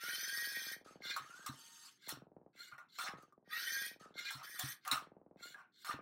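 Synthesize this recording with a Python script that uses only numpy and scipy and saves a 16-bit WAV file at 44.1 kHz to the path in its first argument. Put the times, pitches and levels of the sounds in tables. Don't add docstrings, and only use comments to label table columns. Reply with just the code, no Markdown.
import sys
import numpy as np
from scipy import signal
from scipy.fft import rfft, irfft
from scipy.io import wavfile
from scipy.ndimage import uniform_filter1d

SR = 44100
rng = np.random.default_rng(int(sys.argv[2]) if len(sys.argv) > 2 else 0)


def transcribe(signal):
    frames = np.atleast_2d(signal).T
    limited = np.clip(frames, -1, 1)
    pcm = np.round(limited * 32767).astype(np.int16)
    wavfile.write(sys.argv[1], SR, pcm)


def nominal_scale(level):
    x = np.asarray(level, float) / 20
    return 10 ** x


N = 265072


def evened(x):
    return x / np.sqrt(np.mean(x ** 2) + 1e-20)


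def read(points, hz):
    f, value = np.transpose(points)
    return np.interp(np.log(hz + 1), np.log(f + 1), value)


def add(mix, s, sound):
    at = round(s * SR)
    part = mix[max(at, 0):][:len(sound) + min(at, 0)]
    part += sound[max(-at, 0):][:len(part)]


def drift(count, per_s):
    size = max(int(SR / per_s), 1)
    return evened(uniform_filter1d(uniform_filter1d(rng.standard_normal(count), size), size))


def span(length):
    return np.arange(int(np.ceil(length / .2) * .2 * SR)) / SR


# (frequency [Hz], level [dB])
HUSH_COLOUR = [(18, -61), (30, -33), (138, 13.5), (364, 11.5), (684, -16.5), (1590, -11.5), (2350, -48),
               (16000, -58)]


def hush():
    hz = np.fft.rfftfreq(N, 1 / SR)
    noise = rfft(rng.standard_normal(N)) * nominal_scale(read(HUSH_COLOUR, hz))
    return nominal_scale(-82.5) * evened(irfft(noise, N))


def room(x):
    t = np.arange(9000) / SR
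    low = uniform_filter1d(rng.standard_normal(len(t)), size=8) * 1.088 * nominal_scale(-60 * t / 0.1835)
    full = rng.standard_normal(len(t)) * nominal_scale(-60 * t / 0.0917)
    tail = (low + full) * (t > .004)
    return signal.oaconvolve(x, tail / np.linalg.norm(tail))[:N]


# (start [s], length [s], level [dB], swell [dB])
SPELLS = [
    (0, 0.048, -50, -0.5),
    (0.079, 0.983, -58.5, 6.5),
    (1.173, 0.434, -60.5, -4.5),
    (2.081, 0.429, -50.5, -5.5),
    (2.997, .17, -59, 8.5),
    (3.375, 0.782, -63.5, 11.5),
    (4.417, 0.173, -61, 1.5),
    (5.0, 0.461, -53, -3.5),
    (5.896, 0.155, -49.5, 3.5),
]


def patter_db(t):
    levels = []
    for s, length, db, swell_db in SPELLS:
        swell = swell_db * np.clip((t - s) / length, 0, 1)
        outside = 600 * np.maximum(s - t, 0) + 119.5 * np.maximum(t - s - length, 0)
        levels.append(db + swell - outside)
    return np.max(levels, axis=0)


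# (start [s], end [s])
RUNS = [(.0357, 2.5), (2.553, 5.0), (5.022, 6.0)]
# (time [s], lateness [ms])
LATENESS = [(0, 1.5), (.4, .3), (.75, 1.7), (1.25, -1.3), (2.1, 1.5), (3.25, 1.4), (3.7, 2.7), (4.4, 1.3),
            (5.05, 1.6), (5.45, -1.2)]


def patter():
    t = np.arange(800) / SR - .003
    hz = 265 + 330 / (1 + np.exp((t - .0004) / .0003))
    turns = np.cumsum(hz) / SR - np.sum(hz[t < 0]) / SR
    since = t + .0004
    shape = np.where(since < 0, np.exp(-(since / .0013) ** 2), np.exp(-since / .0034))
    chirp = np.cos(2 * np.pi * turns) * shape
    chirp -= .3 * np.exp(-((t + .0009) / .0002) ** 2)
    thump = np.sin(2 * np.pi * 185 * (t + .003)) * np.hanning(len(t))

    beat_s = .04855
    beats = np.concatenate([np.arange(start, end, beat_s) for start, end in RUNS])
    luck = rng.standard_normal((len(beats), 4))
    at = beats + np.interp(beats, *np.transpose(LATENESS)) / 1000 - .003
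    size = nominal_scale(patter_db(beats) + 2.0 + 2 * luck[:, 0])
    train, thumps = np.zeros((2, N + SR))
    for k, (late_s, echo_db) in enumerate([(0, 0), (.0168, -13), (.033, -19)]):
        train[((at + late_s) * SR).astype(int)] += size * nominal_scale(echo_db + k * luck[:, k])
    thumps[(at * SR).astype(int)] = size * .22 * nominal_scale(3.5 * luck[:, 3])

    i = np.arange(3000)
    swell = signal.oaconvolve(train, nominal_scale(-60 * i / SR / 0.18) * (i > 250))[:N]
    band = signal.butter(4, [80, 900], "band", fs=SR, output="sos")
    murmur = signal.sosfilt(band, swell * rng.standard_normal(N))
    ticks = signal.oaconvolve(train, chirp) + signal.oaconvolve(thumps, thump)
    return ticks[:N] + nominal_scale(-5.0) * murmur


# (frequency [Hz], time to fall 60 dB [s])
TABLE_MODES = [(142, .09), (272, .07)]


def thud(s, db, upper_db):
    t = np.arange(9000) / SR
    modes = 0
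    for mode_db, (f, t60) in zip((0, upper_db), TABLE_MODES):
        tone = np.sin(2 * np.pi * f * rng.uniform(0.9434, 1.04) * t)
        modes = modes + nominal_scale(mode_db - 60 * t / t60) * tone
    return s, nominal_scale(db + 2.8) * modes * (1 - np.exp(-t / .006)) * (1 + .45 * drift(len(t), 120))


# (time [s], peak level [dB], upper mode against lower [dB])
THUDS = [(1.204, -54, -2), (1.491, -45, 2.5), (2.123, -55, 0), (2.169, -60.5, 5), (2.716, -60, -9.5),
         (3.135, -53, -2), (4.348, -50.5, -5.5), (4.634, -43.5, -6.5), (4.921, -52.5, 8.5),
         (4.968, -57, -7), (5.94, -46, 4.5)]


def table_thuds(mix):
    for row in THUDS:
        add(mix, *thud(*row))


def knock(s, db, hz, fizz_db):
    t = np.arange(2600) / SR
    ring = np.sin(2 * np.pi * hz * t) * nominal_scale(-60 * t / 0.043)
    crack = rng.standard_normal(len(t)) * nominal_scale(-60 * t / 0.028)
    crack = signal.sosfilt(signal.butter(2, 2500, "high", fs=SR, output="sos"), crack)
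    return s, nominal_scale(db - 5.5) * (ring + nominal_scale(fizz_db - 4.5) * crack) * np.minimum(t / 0.0005, 1)


# (time [s], peak level [dB], ring [Hz], crack against ring [dB])
KNOCKS = [(1.021, -41, 2130, -16.5), (1.164, -59, 1360, -6.5), (1.463, -45.5, 1115, 17),
          (2.091, -39.5, 1901, 15), (2.724, -40, 1390, -31.5), (2.782, -44.5, 1416, -34),
          (2.987, -33, 1182, -14.5), (3.225, -52, 1201, -0.5), (3.324, -51.5, 1176, -12.5),
          (3.531, -30.5, 1895, -22), (4.595, -35, 1720, 13.5), (4.852, -47.5, 1155, -30),
          (4.877, -30, 1219, 3), (4.916, -29.5, 1287, 1.5), (4.958, -30.5, 1272, -8.5),
          (5.545, -37, 1647, -39), (5.847, -44, 1256, -20.5), (5.889, -44.5, 1242, -4)]


def plastic_knocks(mix):
    for row in KNOCKS:
        add(mix, *knock(*row))


def casing_db(casing, hz, lift_db):
    colour, peaks = casing
    humps = sum(1 / (1 + ((hz - f) / w) ** 2) * nominal_scale(db / 4) for f, w, db in peaks)
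    return read(colour, hz) + 20 * np.log10(1 + nominal_scale(lift_db) * humps)


def radiate(drive, casing, level_db, mid_db, fizz_db, lift_db):
    hz = np.fft.rfftfreq(len(drive), 1 / SR)
    z = rfft(drive) * nominal_scale(casing_db(casing, hz, lift_db))
    step = [1 / (1 + (edge / (hz + 1)) ** 16) for edge in (2800, 7000)]
    panels = (1 - step[0], step[0] - step[1], step[1])
    sound = 0
    for panel, db in zip(panels, (0, mid_db, fizz_db)):
        sound = sound + nominal_scale(level_db + db) * evened(irfft(z * panel, len(drive)))
    return sound


def mottle(x, patch_db):
    z = signal.stft(x, nperseg=256)[2]
    patches = uniform_filter1d(rng.standard_normal(z.shape), size=3, axis=0)
    patches = uniform_filter1d(patches, size=7, axis=1)
    return np.resize(signal.istft(z * nominal_scale(patch_db * evened(patches)), nperseg=256)[1], len(x))


def tumble(row, from_db, to_db):
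    s, length, db, hz, bright_db = row
    t = span(length + .13)
    force_db = db + np.interp(t, [0, length], [from_db, to_db]) - 244.5 * np.maximum(t - length, 0)
    mid_db = -6 + bright_db - 97 * t
    fizz_db = -5.5 + bright_db - 165 * t
    hollow_hz = hz * (1 + 0.055 * (1 - 2 * np.minimum(t / length, 1)))
    return s, force_db, mid_db, fizz_db, hollow_hz


# (frequency [Hz], width [Hz], level [dB])
CUBE = [(240, -57.5), (400, -31.5), (607, -7), (1310, 4.5), (2320, -7), (4310, -4.5), (4800, -16),
        (5430, -5), (6740, -21), (12100, -31.5), (16000, -28.5)], [(3624, 29, -16.5), (4199, 14, 4.5),
        (5610, 13, -11)]


def clatter(motion):
    s, force_db, mid_db, fizz_db, hollow_hz = motion
    n = len(force_db)
    taps = (rng.random(n) < 3000 / SR) * rng.standard_normal(n)
    taps = taps * nominal_scale(2 * np.minimum(rng.exponential(1, n), 3))
    drive = mottle(evened(taps) + 1.6 * rng.standard_normal(n), 4.06)
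    turn = np.exp(2j * np.pi * np.cumsum(hollow_hz) / SR)
    r = np.exp(-np.pi * 230 / SR)
    hollow = signal.lfilter([(1 - r) ** 2], [1, -2 * r, r * r], drive / turn)
    hollow = evened((turn * hollow).real)
    i = np.arange(n)
    edge = np.minimum(np.minimum(i / (0.00067 * SR), i[::-1] / (0.023 * SR)), 1)
    body = radiate(drive, CUBE, force_db - 3, mid_db + 3, fizz_db + 3, 4.)
    return s, (body + nominal_scale(force_db - 9.5) * hollow) * edge


# (start [s], chatter [s], force [dB], cradle hollow [Hz], brightness [dB])
SLIDES = [(1.461, .014, -48, 1256, 3.5), (2.082, 0.0261, -48, 1405, 7.5), (2.715, .026, -58.5, 1254, -12),
          (2.985, 0.0982, -43.5, 1302, 5), (4.85, 0.038, -44, 1226, -5), (5.542, 0.0649, -59.5, 1563, -8),
          (5.846, 0.0719, -43.5, 1253, 1.5)]
DROPS = [
    (1.163, .044, -42, 1238, -0.5),
    (2.78, .052, -52, 1477, -11.5),
    (4.913, 0.092, -37.5, 1271, 5.5),
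]
SHAKES = [
    (4.305, .13, -54, 1326, 7.6),
    (4.59, .08, -50, 1740, 8.04),
]


def cube_clatter(mix):
    for rows, from_db, to_db in [(SLIDES, -5.5, 0), (DROPS, 0, -15), (SHAKES, 0, -3)]:
        for row in rows:
            add(mix, *clatter(tumble(row, from_db, to_db)))


def spin_up(top_hz, missing, tau_s):
    return lambda s, t: top_hz * (1 - missing * np.exp(-t / tau_s))


def burst(row, gait, speed):
    s, length, db, swell_db, bright_db = row
    rise, rise_db, fall, fall_db, mid_db, fizz_db, whine_db = gait
    t = span(length)
    hz = speed(s, t)
    edge_db = -rise_db * np.clip(1 - t / rise, 0, 1) - fall_db * np.clip(1 - (length - t) / fall, 0, 1)
    stop_db = -3000 * np.maximum(t - length, 0)
    effort_db = db + swell_db * t / length + edge_db + stop_db
    bright_db = bright_db + 15.5 * np.log2(hz / hz.max())
    return (s, hz, effort_db, mid_db + bright_db + .05 * edge_db,
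            fizz_db + bright_db + 0.37 * edge_db, whine_db + .4 * edge_db)


def motor(motion, casing, orders, noise_db, rough):
    s, hz, effort_db, mid_db, fizz_db, whine_db = motion
    n = len(effort_db)
    turns = np.cumsum(hz * (1 + 0.0021 * drift(n, 50))) / SR
    rattle = rng.standard_normal(n) * (1 + 0.1 * np.cos(2 * np.pi * turns / 10)) * nominal_scale(1.5 * drift(n, 150))
    grid = np.arange(0, 8000, 4)
    flare_db = 1.074 * (casing_db(casing, grid, 7.6) - read(casing[0], grid))
    whine = 0
    for k, db in orders:
        broken = min(rough * np.sqrt(k * hz.mean() / 1000), 1)
        flutter = drift(n, k * hz.mean() / 25) + 1j * drift(n, k * hz.mean() / 25)
        line = (1 - broken + broken * flutter) * np.exp(2j * np.pi * (k * turns + rng.random()))
        whine += nominal_scale(db + np.interp(k * hz, grid, flare_db) + 4 * drift(n, 16)) * line.real
    hiss = radiate(mottle(rattle, 4.), casing, effort_db + noise_db, mid_db, fizz_db, 5.)
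    ends = signal.windows.tukey(n, min(0.0039 * SR / n, 1))
    return s, (hiss + nominal_scale(effort_db + whine_db) * evened(whine)) * ends


def run(mix, rows, gait, speed, casing, orders, noise_db, rough):
    for row in rows:
        add(mix, *motor(burst(row, gait, speed), casing, orders, noise_db, rough))


# colour (frequency [Hz], level [dB]), resonances (frequency [Hz], width [Hz], level [dB])
LIFTER = [(410, -57), (700, -34.5), (1040, -19.5), (1620, 0.5), (1800, -11.5), (2130, -0.5), (2590, -19.5),
          (4260, -5.5), (4990, -17.5), (10700, -43), (12200, -31), (16000, -44.5)], [(2130, 57, -14.5),
          (3503, 210, -14), (4232.5, 27, -9), (5700, 160, 2.5), (7277, 250, 4.5), (9520, 130, -0.5),
          (15900, 300, 7.5)]
LIFTS = [
    (1.0, .115, -48.5, 2, 0),
    (4.14, .12, -42, -10, 0),
]
REACHES = [
    (1.97, .12, -68, 10.1, -1),
    (2.885, 0.10496, -65.5, 1.5, 4.5),
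    (4.81, .05, -61, 7, -4),
    (5.72, 0.1213, -73, 2.3, 6),
]
TOPS = [
    (1.1, .12, -48, -2, -0.19),
    (4.245, 0.1284, -46, -5.5, -1.42),
]
LIFT_GAIT = (0.0508, 29, .015, 3.5, 3, -10.5, -3.5)
REACH_GAIT = (0.0669, 18.5, -0.5, 1, 5, -4.5, -14)
TOP_GAIT = (0.01, 10, 0.0769, 23.5, 3.5, -10, -1.5)
LIFTING = [(2, -3), (3, -2.5), (4, -5), (5, -6.5), (6, -5.5)]
LIFTING_TOP = [(2.29, -3.5), (3.13, -18), (3.42, -5.5), (5.7, -7.5)]


def lifter_raises(mix):
    speed = spin_up(top_hz=712, missing=.01, tau_s=.05)
    run(mix, LIFTS, LIFT_GAIT, speed, LIFTER, LIFTING, -4., .33)
    run(mix, REACHES, REACH_GAIT, speed, LIFTER, LIFTING, -4., .33)
    run(mix, TOPS, TOP_GAIT, speed, LIFTER, LIFTING_TOP, -3., .25)


PUSHES = [
    (2.53, 0.1941, -54.5, -9, 0.032),
    (5.37, .18, -52, -11.5, 2.48),
]
PUSH_GAIT = (0.07, 25, 0.0356, 7.5, 0, -3, -2.5)
PUSHING = [(2, 6), (3, -7), (4, 2), (5, -10.5), (6, -0.5)]


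def lifter_pushes(mix):
    run(mix, PUSHES, PUSH_GAIT, spin_up(top_hz=735, missing=.17, tau_s=.055), LIFTER, PUSHING, -4., .4)


TURNER = [(410, -35.5), (700, -28), (1200, -8.5), (1580, 2), (1890, 1.5), (2430, 1), (2800, -14.5),
          (3160, 0), (4490, 3.5), (6230, -6), (7110, -27), (9600, -20), (11100, -34.5), (13100, -12),
          (16000, -30)], [(1620.5, 20, -15.5), (1885.8, 17, 31), (3073, 39, -8.5), (3484, 17, 17),
          (4486, 55, -33), (5356, 78, -6), (6034, 28, 27.5), (9386, 300, -1.5)]
LOADED = [(.95, -1.5), (1.001, 4), (1.152, -4), (1.499, -1), (1.99, -2), (2.149, -7), (2.801, -2),
          (3.202, -2), (3.798, -4.5)]
TURNER_FREE = [(350, -63.5), (600, -22.5), (906, -10), (1370, -3.5), (1780, -7), (4220, -17.5),
               (4580, -13.5), (16000, -41)], [(4413, 6.7, 13), (6356, 49.5, 25.5), (11800, 110, -25.5)]
FREE = [(1, 1), (1.35, -1), (2, 2), (3.2, -2), (5, 5), (6.9, -8.5)]
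WINDUP = [
    (1.22, .24, -62, -5, 0.008),
]
NUDGES = [
    (.845, 0.151, -65.5, -3.5, -0.5),
    (3.17, 0.1455, -68, -7, -5),
    (3.995, .135, -62.5, -5, -5),
]
CREEP = [
    (1.52, 0.4566, -71, 0, 0),
]
WINDUP_GAIT = (-1.64, 1, 0.4, -3, 2.5, -1, -1)
NUDGE_GAIT = (0.0038, 9.5, 0.0836, 14, 0, -5, -0.5)
CREEP_GAIT = (0.095, 1.67, 0.11, 14.04, 7.85, 7.16, 2.3)


def turner_adjusts(mix):
    windup_speed = spin_up(top_hz=1800, missing=.4, tau_s=.17)
    nudge_speed = spin_up(top_hz=1275, missing=-.02, tau_s=.08)
    creep_speed = spin_up(top_hz=925, missing=.05, tau_s=.08)
    run(mix, WINDUP, WINDUP_GAIT, windup_speed, TURNER_FREE, LOADED[:2], -3., .6)
    run(mix, NUDGES, NUDGE_GAIT, nudge_speed, TURNER_FREE, LOADED[:2], -3., .6)
    run(mix, CREEP, CREEP_GAIT, creep_speed, TURNER_FREE, FREE, -1.5, .2)


SPINS = [
    (4.43, 0.3618, -50, 0, 0.0017),
]
SPIN_GAIT = (0.3422, 9.5, 0.07, 29, -0.5, 4.5, -1.5)
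COASTING = [(0.997, 12.5), (1.128, -13), (2.06, -6), (3.1, -21.5)]


def turner_spins(mix):
    run(mix, SPINS, SPIN_GAIT, spin_up(top_hz=1715, missing=.03, tau_s=.08), TURNER, COASTING, -3., .4)


TWISTS = [
    (-.06, 0.8802, -44.5, -4.5, 0.5),
    (3.445, 0.526, -43.5, -3.5, 0),
]
TWIST_GAIT = (0.0836, 39, 0.0914, 26, 0, 0, -2.5)
# (time [s], rate [Hz])
TWIST_HZ = [(0, 1340), (.1, 1515), (.2, 1575), (.37, 1630), (.52, 1655), (.66, 1600), (.84, 1560),
            (3.45, 1150), (3.54, 1270), (3.6, 1420), (3.67, 1540), (3.74, 1600), (3.93, 1670), (3.99, 1640)]


def turner_twists_cube(mix):
    loaded = lambda s, t: np.interp(s + t, *np.transpose(TWIST_HZ))
    run(mix, TWISTS, TWIST_GAIT, loaded, TURNER, LOADED, -5., .2)


def scene():
    robot = np.zeros(N)
    table_thuds(robot)
    plastic_knocks(robot)
    cube_clatter(robot)
    lifter_raises(robot)
    lifter_pushes(robot)
    turner_adjusts(robot)
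    turner_spins(robot)
    turner_twists_cube(robot)
    return (robot + nominal_scale(-7.5) * room(robot) + patter() + hush())[None]


def low_pass(x):
    return signal.sosfilt(signal.butter(12, 16470, fs=SR, output="sos"), x)


def record(dry):
    x = signal.sosfilt(signal.butter(1, 48, "high", fs=SR, output="sos"), dry)
    top_edge = signal.firwin(511, 15900, window=("kaiser", 9), fs=SR)
    x = signal.oaconvolve(x, top_edge[None], "same")
    return low_pass(x)


dry = scene()
out = record(dry)
transcribe(out)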